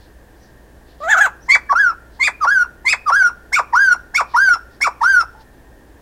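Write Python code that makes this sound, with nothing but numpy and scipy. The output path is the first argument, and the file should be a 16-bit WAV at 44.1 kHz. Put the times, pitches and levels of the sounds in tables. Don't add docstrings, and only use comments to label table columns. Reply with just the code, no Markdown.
import sys
import numpy as np
from scipy import signal
from scipy.fft import rfft, irfft, next_fast_len
from scipy.io import wavfile
from scipy.ndimage import uniform_filter1d, minimum_filter1d

SR = 44100
rng = np.random.default_rng(int(sys.argv[2]) if len(sys.argv) > 2 else 0)


def put_to_file(sound):
    columns = np.atleast_2d(sound).T
    safe = np.clip(columns, -1, 1)
    whole_steps = np.round(safe * 32767)
    wavfile.write(sys.argv[1], SR, whole_steps.astype(np.int16))


N = 265437
TIME = np.arange(N) / SR


# [f/Hz, relative level/dB]
WHOOP_BEAK = [(1900, 12.5), (2800, -11), (3400, -8), (3900, -9.5), (4700, -3), (5500, 7.5), (6500, -9.5),
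              (7600, -21), (9500, -16.5), (11000, -19), (12500, -28), (15500, -30)]
WHOOP_VOICE = dict(jitter=.0035, slack_jitter=.013, flutter=.02, flutter_hz=220, odd_db=-6, air_db=-17)


def undb(db):
    return 10 ** (np.asarray(db) / 20)


def unit(x):
    return x / np.sqrt(np.mean(x ** 2))


def colour(points, hz):
    f, db = np.transpose(points)
    return undb(np.interp(np.log(np.maximum(hz, 1)), np.log(f), db))


def noise(points, size):
    spectrum = rfft(rng.standard_normal(size))
    return unit(irfft(spectrum * colour(points, np.fft.rfftfreq(size, 1 / SR)), size))


def band(hz, width_hz, size):
    padded = next_fast_len(size)
    bell = np.exp(-.5 * ((np.fft.rfftfreq(padded, 1 / SR) - hz) / width_hz) ** 2)
    return unit(irfft(rfft(rng.standard_normal(padded)) * bell, padded))[:size]


def syrinx(contour, beak, jitter, slack_jitter, flutter, flutter_hz, odd_db, air_db):
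    # [t/s, width/s, depth/half radians]
    doublings = [(1.121, 0.036, 0.01), (3.224, 0.0055, 0.06), (3.919, 0.0054, 0.03), (4.489, 0.0048, 0.08),
                 (5.132, 0.014, 0.01)]
    taut_hz, shimmer_db, fade_s, count = 1490, 4.0, 0.00094, 20

    contour = np.asarray(contour)
    t = TIME[(TIME >= contour[0, 0]) & (TIME <= contour[-1, 0])]
    size = len(t)
    hz, first_db, octave_db, over_db = (np.interp(t, contour[:, 0], c) for c in contour.T[1:])

    strain = 1 / (1 + undb(first_db - octave_db))
    slack = 1 / (1 + np.exp((hz - taut_hz) / 40))
    uneven = (jitter + slack_jitter * slack) * band(0, 430, size)
    wobble = uneven + flutter * strain * band(flutter_hz, 50, size)
    phase = 2 * np.pi * np.cumsum(hz * (1 + wobble)) / SR

    doubling = sum(depth * np.exp(-((t - s) / width) ** 2) for s, width, depth in doublings)
    phase = phase + 2 * doubling * np.sin(phase / 2)
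    tone = undb(first_db) * np.sin(phase) + undb(octave_db) * np.sin(2 * phase)

    k = np.arange(3, count + 1)[:, None]
    odd_gain = undb(odd_db * strain * (k % 2))
    gains = colour(beak, k * hz) * odd_gain * (k * hz < SR / 2)
    gains = gains * undb(shimmer_db * np.array([band(0, 38, size) for _ in k]))
    overtones = (gains * np.sin(k * phase)).sum(0) / np.sqrt((gains ** 2).sum(0) / 2)

    hiss = noise([(300, -22.5)] + list(beak), size)
    air = undb(air_db) * (0.83 + slack) * hiss * (1 + np.cos(phase))
    fade = np.clip(np.minimum(t - t[0], t[-1] - t) / fade_s, 0, 1)
    note = fade * (tone + undb(over_db) * (overtones + air))
    start = np.searchsorted(TIME, t[0])
    return np.pad(note, (start, N - start - size))


def perform(gesture, note, notch_db, count=200):
    notch_hz, notch_width_hz = 1545, 28
    start, length, db, bright_db, *bend = note
    stage, *controls = np.transpose(gesture)
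    share = np.linspace(0, 1, count)
    hz, first_db, octave_db, over_db = (np.interp(share, stage, c) for c in controls)
    hz = hz * np.interp(share, [0, share[hz.argmax()], 1], bend)
    notch = notch_db * np.exp(-((hz - notch_hz) / notch_width_hz) ** 2)
    levels = [db + first_db + notch, db + octave_db, db + over_db + bright_db]
    return np.transpose([start + length * share, hz, *levels])


def calls(gesture, notes, beak, notch_db=0, **voice):
    return sum(syrinx(perform(gesture, note, notch_db), beak, **voice) for note in notes)


def squawk():
    # [t/s, pitch f/Hz, fundamental, octave, overtones level/dB]
    contour = [(1.003, 592, -32, -45, -55), (1.019, 565, -36, -29.5, -61), (1.039, 638, -25, -24.5, -42),
               (1.061, 647, -25, -25.5, -43.5), (1.081, 707, -21.5, -22.5, -40.5),
               (1.095, 844, -23, -15, -34.5), (1.111, 903, -23.5, -10, -25.5), (1.131, 852, -27, -7.5, -29),
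               (1.157, 605, -28.5, -13, -41.5), (1.171, 795, -25.5, -13, -36.5),
               (1.173, 798, -25, -14.5, -34.5), (1.191, 643, -27, -10, -28),
               (1.203, 792, -24.5, -15, -44.5), (1.211, 844.5, -21.5, -6.5, -27.5),
               (1.251, 769, -29, -11.5, -36.5), (1.263, 655.5, -26.5, -14, -28),
               (1.275, 440.9, -40.5, -22, -48), (1.288, 394, -66, -44.5, -52.5)]
    # [f/Hz, relative level/dB]
    beak = [(1900, 17), (2750, -5.5), (3500, -0.5), (4400, -13.5), (5200, -17.5), (6600, 1.5), (7400, -3),
            (8400, -13.5), (9200, -27), (11500, -15.5), (15500, -30)]
    return undb(2) * syrinx(contour, beak, jitter=.008, slack_jitter=.01, flutter=.023,
                            flutter_hz=300, odd_db=-8, air_db=-17)


def barks():
    # [share/0-1, pitch f/Hz, fundamental, octave, overtones level/dB]
    gesture = [(0, 785, -39, -50.5, -84), (.1, 1051, -21.5, -21.5, -41), (.22, 1031, -35, -6.5, -32),
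               (.42, 1143, -35.5, -13.5, -20.5), (.6, 1231, -31, -11.5, -24),
               (.72, 1187, -34.5, -10.5, -24), (.79, 956, -26.5, -5.5, -25.5),
               (.86, 639, -23.5, -17, -33.5), (.94, 444, -40, -21.5, -45), (1, 368, -63, -39, -50)]
    # [t/s, length/s, level/dB, extra overtones level/dB, pitch factor at opening, top, end]
    notes = [(1.481, .091, 2.2, -2.5, 1.03, .94, 1.06), (2.19, 0.11, -2.06, 0, 1.01, 1.012, .975),
             (2.844, 0.11, -2, 2, .965, 1.065, 1.03)]
    # [f/Hz, relative level/dB]
    beak = [(1900, 7), (2900, -34), (3500, 11.5), (3950, -15.5), (4600, 4.5), (5100, -5), (5900, -11.5),
            (7400, -3.5), (8400, -13), (9300, -24), (12500, -28.5), (15500, -40)]
    return calls(gesture, notes, beak, jitter=.004, slack_jitter=.003, flutter=.017,
                 flutter_hz=220, odd_db=-7, air_db=-20)


def hiccups():
    # [t/s, pitch f/Hz, fundamental, octave, overtones level/dB]
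    catch = [(1.688, 892, -68, -37.5, -71), (1.697, 835, -66, -17.5, -50), (1.701, 830, -62.5, -30, -52)]
    # [share/0-1, pitch f/Hz, fundamental, octave, overtones level/dB]
    gesture = [(0, 1253, -41.5, -66.5, -76), (.17, 1275, -14.5, -45, -48.5),
               (.35, 1226, -11.5, -58.5, -34.5), (.64, 1137, -7.5, -40, -33), (.76, 849, -12, -20, -36.5),
               (.85, 520, -27.5, -12.5, -47), (.96, 587, -32.5, -15, -53), (1, 600, -47, -18, -53)]
    # [t/s, length/s, level/dB, extra overtones level/dB, pitch factor at opening, top, end]
    notes = [(1.692, 0.047, 1.5, -6, .92, 0.89, 1.03), (2.403, 0.064, -1, -2, 1.08, 1.017, 0.98),
             (3.056, .062, -0.4, -1.5, 1.005, .998, .99)]
    return syrinx(catch, WHOOP_BEAK, **WHOOP_VOICE) + calls(gesture, notes, WHOOP_BEAK, **WHOOP_VOICE)


def quick_whoops():
    # [share/0-1, pitch f/Hz, fundamental, octave, overtones level/dB]
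    gesture = [(0, 1196, -30, -41, -56), (.03, 1321, -11.5, -47, -47), (.07, 1361, -5.5, -39.5, -33.5),
               (.17, 1462, -13, -57, -35), (.27, 1647, -7.5, -35.5, -38.5), (.37, 1639, -8.5, -41.5, -38),
               (.56, 1495, -9, -52.5, -39.5), (.86, 1407, -11, -50, -35.5), (.93, 1353, -25.5, -47, -60),
               (1, 813, -35.5, -58, -67)]
    # [t/s, length/s, level/dB, extra overtones level/dB, pitch factor at opening, top, end]
    notes = [(1.749, 0.18, -0.4, -2.5, 0.99, 1.022, .94), (2.465, 0.19, -.5, -.5, 1.02, 1.007, 1.006),
             (3.115, 0.19, .8, 2.5, .995, .998, .99)]
    return calls(gesture, notes, WHOOP_BEAK, notch_db=1.5, **WHOOP_VOICE)


def yips():
    # [share/0-1, pitch f/Hz, fundamental, octave, overtones level/dB]
    gesture = [(0, 713, -32.5, -37.5, -82), (.09, 843, -43, -20.5, -33), (.135, 1054, -22.5, -14, -28.5),
               (.22, 1081, -49, -11, -22), (.42, 1214, -34, -13.5, -28), (.47, 1465, -13, -41, -24.5),
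               (.6, 1316, -11.5, -24.5, -37), (.75, 1075, -10, -26.5, -32), (.82, 665, -17, -10, -33),
               (.91, 448.5, -30.5, -11, -44), (1, 357, -49.5, -59.5, -57)]
    # [t/s, length/s, level/dB, extra overtones level/dB, pitch factor at opening, top, end]
    notes = [(3.519, .094, 0, -0.5, .98, 1.03, 1.04), (4.138, 0.089, -0.6, .5, 1.015, 1.01, 0.99),
             (4.804, 0.087, -1, 0.5, 1.02, .98, 1.005)]
    # [f/Hz, relative level/dB]
    beak = [(1900, 20), (2900, -18), (3600, 3), (4300, -5), (4800, 1.5), (5400, 14), (6100, -4.5),
            (7200, 2.5), (8300, -6.5), (9700, -19), (11000, -11.5), (13000, -21.5), (15500, -34.5)]
    return calls(gesture, notes, beak, jitter=.003, slack_jitter=.003, flutter=.007,
                 flutter_hz=220, odd_db=-5, air_db=-21)


def full_whoops():
    # [share/0-1, pitch f/Hz, fundamental, octave, overtones level/dB]
    gesture = [(0, 1116, -31, -62, -68), (.05, 888.7, -8.5, -19.5, -45), (.09, 970.3, -9.5, -38.5, -41.5),
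               (.15, 1337, -8.5, -46.5, -32), (.3, 1550, -7.5, -49, -38.5), (.42, 1617, -4.5, -39, -35),
               (.6, 1526, -7, -45, -34), (.75, 1450, -8, -53, -37.5), (.81, 1421, -9, -52, -37.5),
               (.895, 1375, -8.5, -38, -25.5), (.94, 1290, -22, -48, -51.5), (1, 605, -33, -36, -69)]
    # [t/s, length/s, level/dB, extra overtones level/dB, pitch factor at opening, top, end]
    notes = [(3.725, .23, .5, 0, 1.017, 1.01, 1.026), (4.336, 0.23, 0.14, 2, 1.027, 1.004, 0.99),
             (5.006, .231, -0.5, 1.5, .99, .993, .975)]
    return calls(gesture, notes, WHOOP_BEAK, notch_db=-4.0, **WHOOP_VOICE)


def soft_calls():
    # [share/0-1, pitch f/Hz, fundamental, octave, overtones level/dB]
    peep = [(0, 4870, -60, -90, -88.5), (.36, 5880, -55.5, -88.5, -83), (.74, 5970, -45, -89, -83),
            (1, 4900, -62, -90, -85.5)]
    # [t/s, length/s, level/dB, extra overtones level/dB, pitch factor at opening, top, end]
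    peeps = [(0.388, .07, -12, 0, 1, 1.005, 1.1), (1.404, 0.043, -2, 3, 1.005, 1.005, 1.005)]
    # [t/s, pitch f/Hz, fundamental, octave, overtones level/dB]
    low_note = [(5.35, 851, -37, -79, -79), (5.365, 875, -47, -70, -76), (5.42, 893, -43.5, -69.5, -61),
                (5.44, 829.5, -64.5, -77.5, -77)]
    voice = dict(jitter=.018, slack_jitter=.025, flutter=0, flutter_hz=220, odd_db=0, air_db=-10)
    return calls(peep, peeps, WHOOP_BEAK, **voice) + syrinx(low_note, WHOOP_BEAK, **voice)


def yard(x, near_db, near_t60_s, far_db, far_t60_s, build_s):
    # [f/Hz, relative level/dB]
    scatter = [(200, -23.5), (600, 0.5), (1100, 0.5), (1600, 1), (2400, 6.5), (3500, 1), (6000, 1),
               (10000, 7.5), (16000, -6)]
    # [f/Hz, relative level/dB]
    far_colour = [(200, -7), (700, 3), (1500, -0.5), (2100, -9), (2550, 8), (3200, -7.5), (4600, -9),
                  (5600, -3), (7500, -13), (16000, -12.5)]
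    # [delay t/ms, level/dB]
    reflections = [(4.2, -19.5), (10.5, -13), (16.5, -24), (22, -33.5)]
    t = TIME[:SR]
    response = np.zeros(SR)
    for points, db, t60_s in ((scatter, near_db, near_t60_s), (far_colour, far_db, far_t60_s)):
        decay = np.exp(-np.log(1000) * t / t60_s)
        build = 1 - np.exp(-(t / build_s) ** 2)
        tail = noise(points, SR) * decay * build
        response += undb(db) * unit(tail) / np.sqrt(SR)
    for ms, db in reflections:
        response[int(ms * SR / 1000)] += undb(db)
    return signal.fftconvolve(x, response)[:N]


def rustles():
    # [centre t/s, width/s, centre f/Hz, peak level/dB]
    swells = [(.03, .08, 4280, -58.5), (0.443, 0.097, 4980, -62), (0.915, 0.064, 3880, -58),
              (1.034, 0.051, 4000, -51), (1.467, 0.02, 5570, -55), (2.16, 0.052, 4280, -59),
              (4.322, 0.055, 4300, -53), (4.743, 0.049, 4430, -59.5), (5.414, 0.023, 4000, -56)]
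    total = 0
    for s, width, hz, db in swells:
        swell = np.exp(-2 * ((TIME - s) / width) ** 2)
        total = total + undb(db) * swell * band(hz, 1070, N)
    return total


def background():
    # [f/Hz, relative level/dB]
    outdoors = [(22, -2), (40, 6), (70, -1.5), (105, -4), (160, -7.5), (330, -5), (600, -10), (1000, -15),
                (1250, -22), (1800, -19), (2200, -26.5), (5000, -32), (15500, -35)]
    # [f/Hz, rms level/dB]
    hum_tones = [(59.3, -50), (119, -63.5)]
    # [f/Hz, width f/Hz, rms level/dB]
    whir_bands = [(1607.6, 55, -63.5), (1760, 39, -63.5), (1850, 13, -65)]
    total = undb(-46.5) * noise(outdoors, N)
    for hz, db in hum_tones:
        wandering_hz = hz + 1.8 * band(0, 2.27, N)
        total = total + undb(db) * unit(np.sin(2 * np.pi * np.cumsum(wandering_hz) / SR))
    for hz, width_hz, db in whir_bands:
        total = total + undb(db) * band(hz, width_hz, N)
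    return total


def scene():
    pairs = barks() + hiccups() + quick_whoops() + yips() + full_whoops()
    bird = squawk() + pairs + soft_calls()
    echoes = yard(bird, near_db=-8, near_t60_s=0.1, far_db=-26.5, far_t60_s=0.46, build_s=0.0037)
    return (bird + echoes + rustles() + background())[None]


def record(dry):
    ceiling_db, limiter_s, top_hz = -1.2, .004, 15800
    size = int(limiter_s * SR)
    gain = undb(ceiling_db) / np.maximum(np.abs(dry), undb(ceiling_db))
    limited = dry * uniform_filter1d(minimum_filter1d(gain, size), size)
    low_pass = signal.ellip(10, .1, 80, top_hz, fs=SR, output="sos")
    return signal.sosfilt(low_pass, limited)


dry = scene()
out = record(dry)
put_to_file(out)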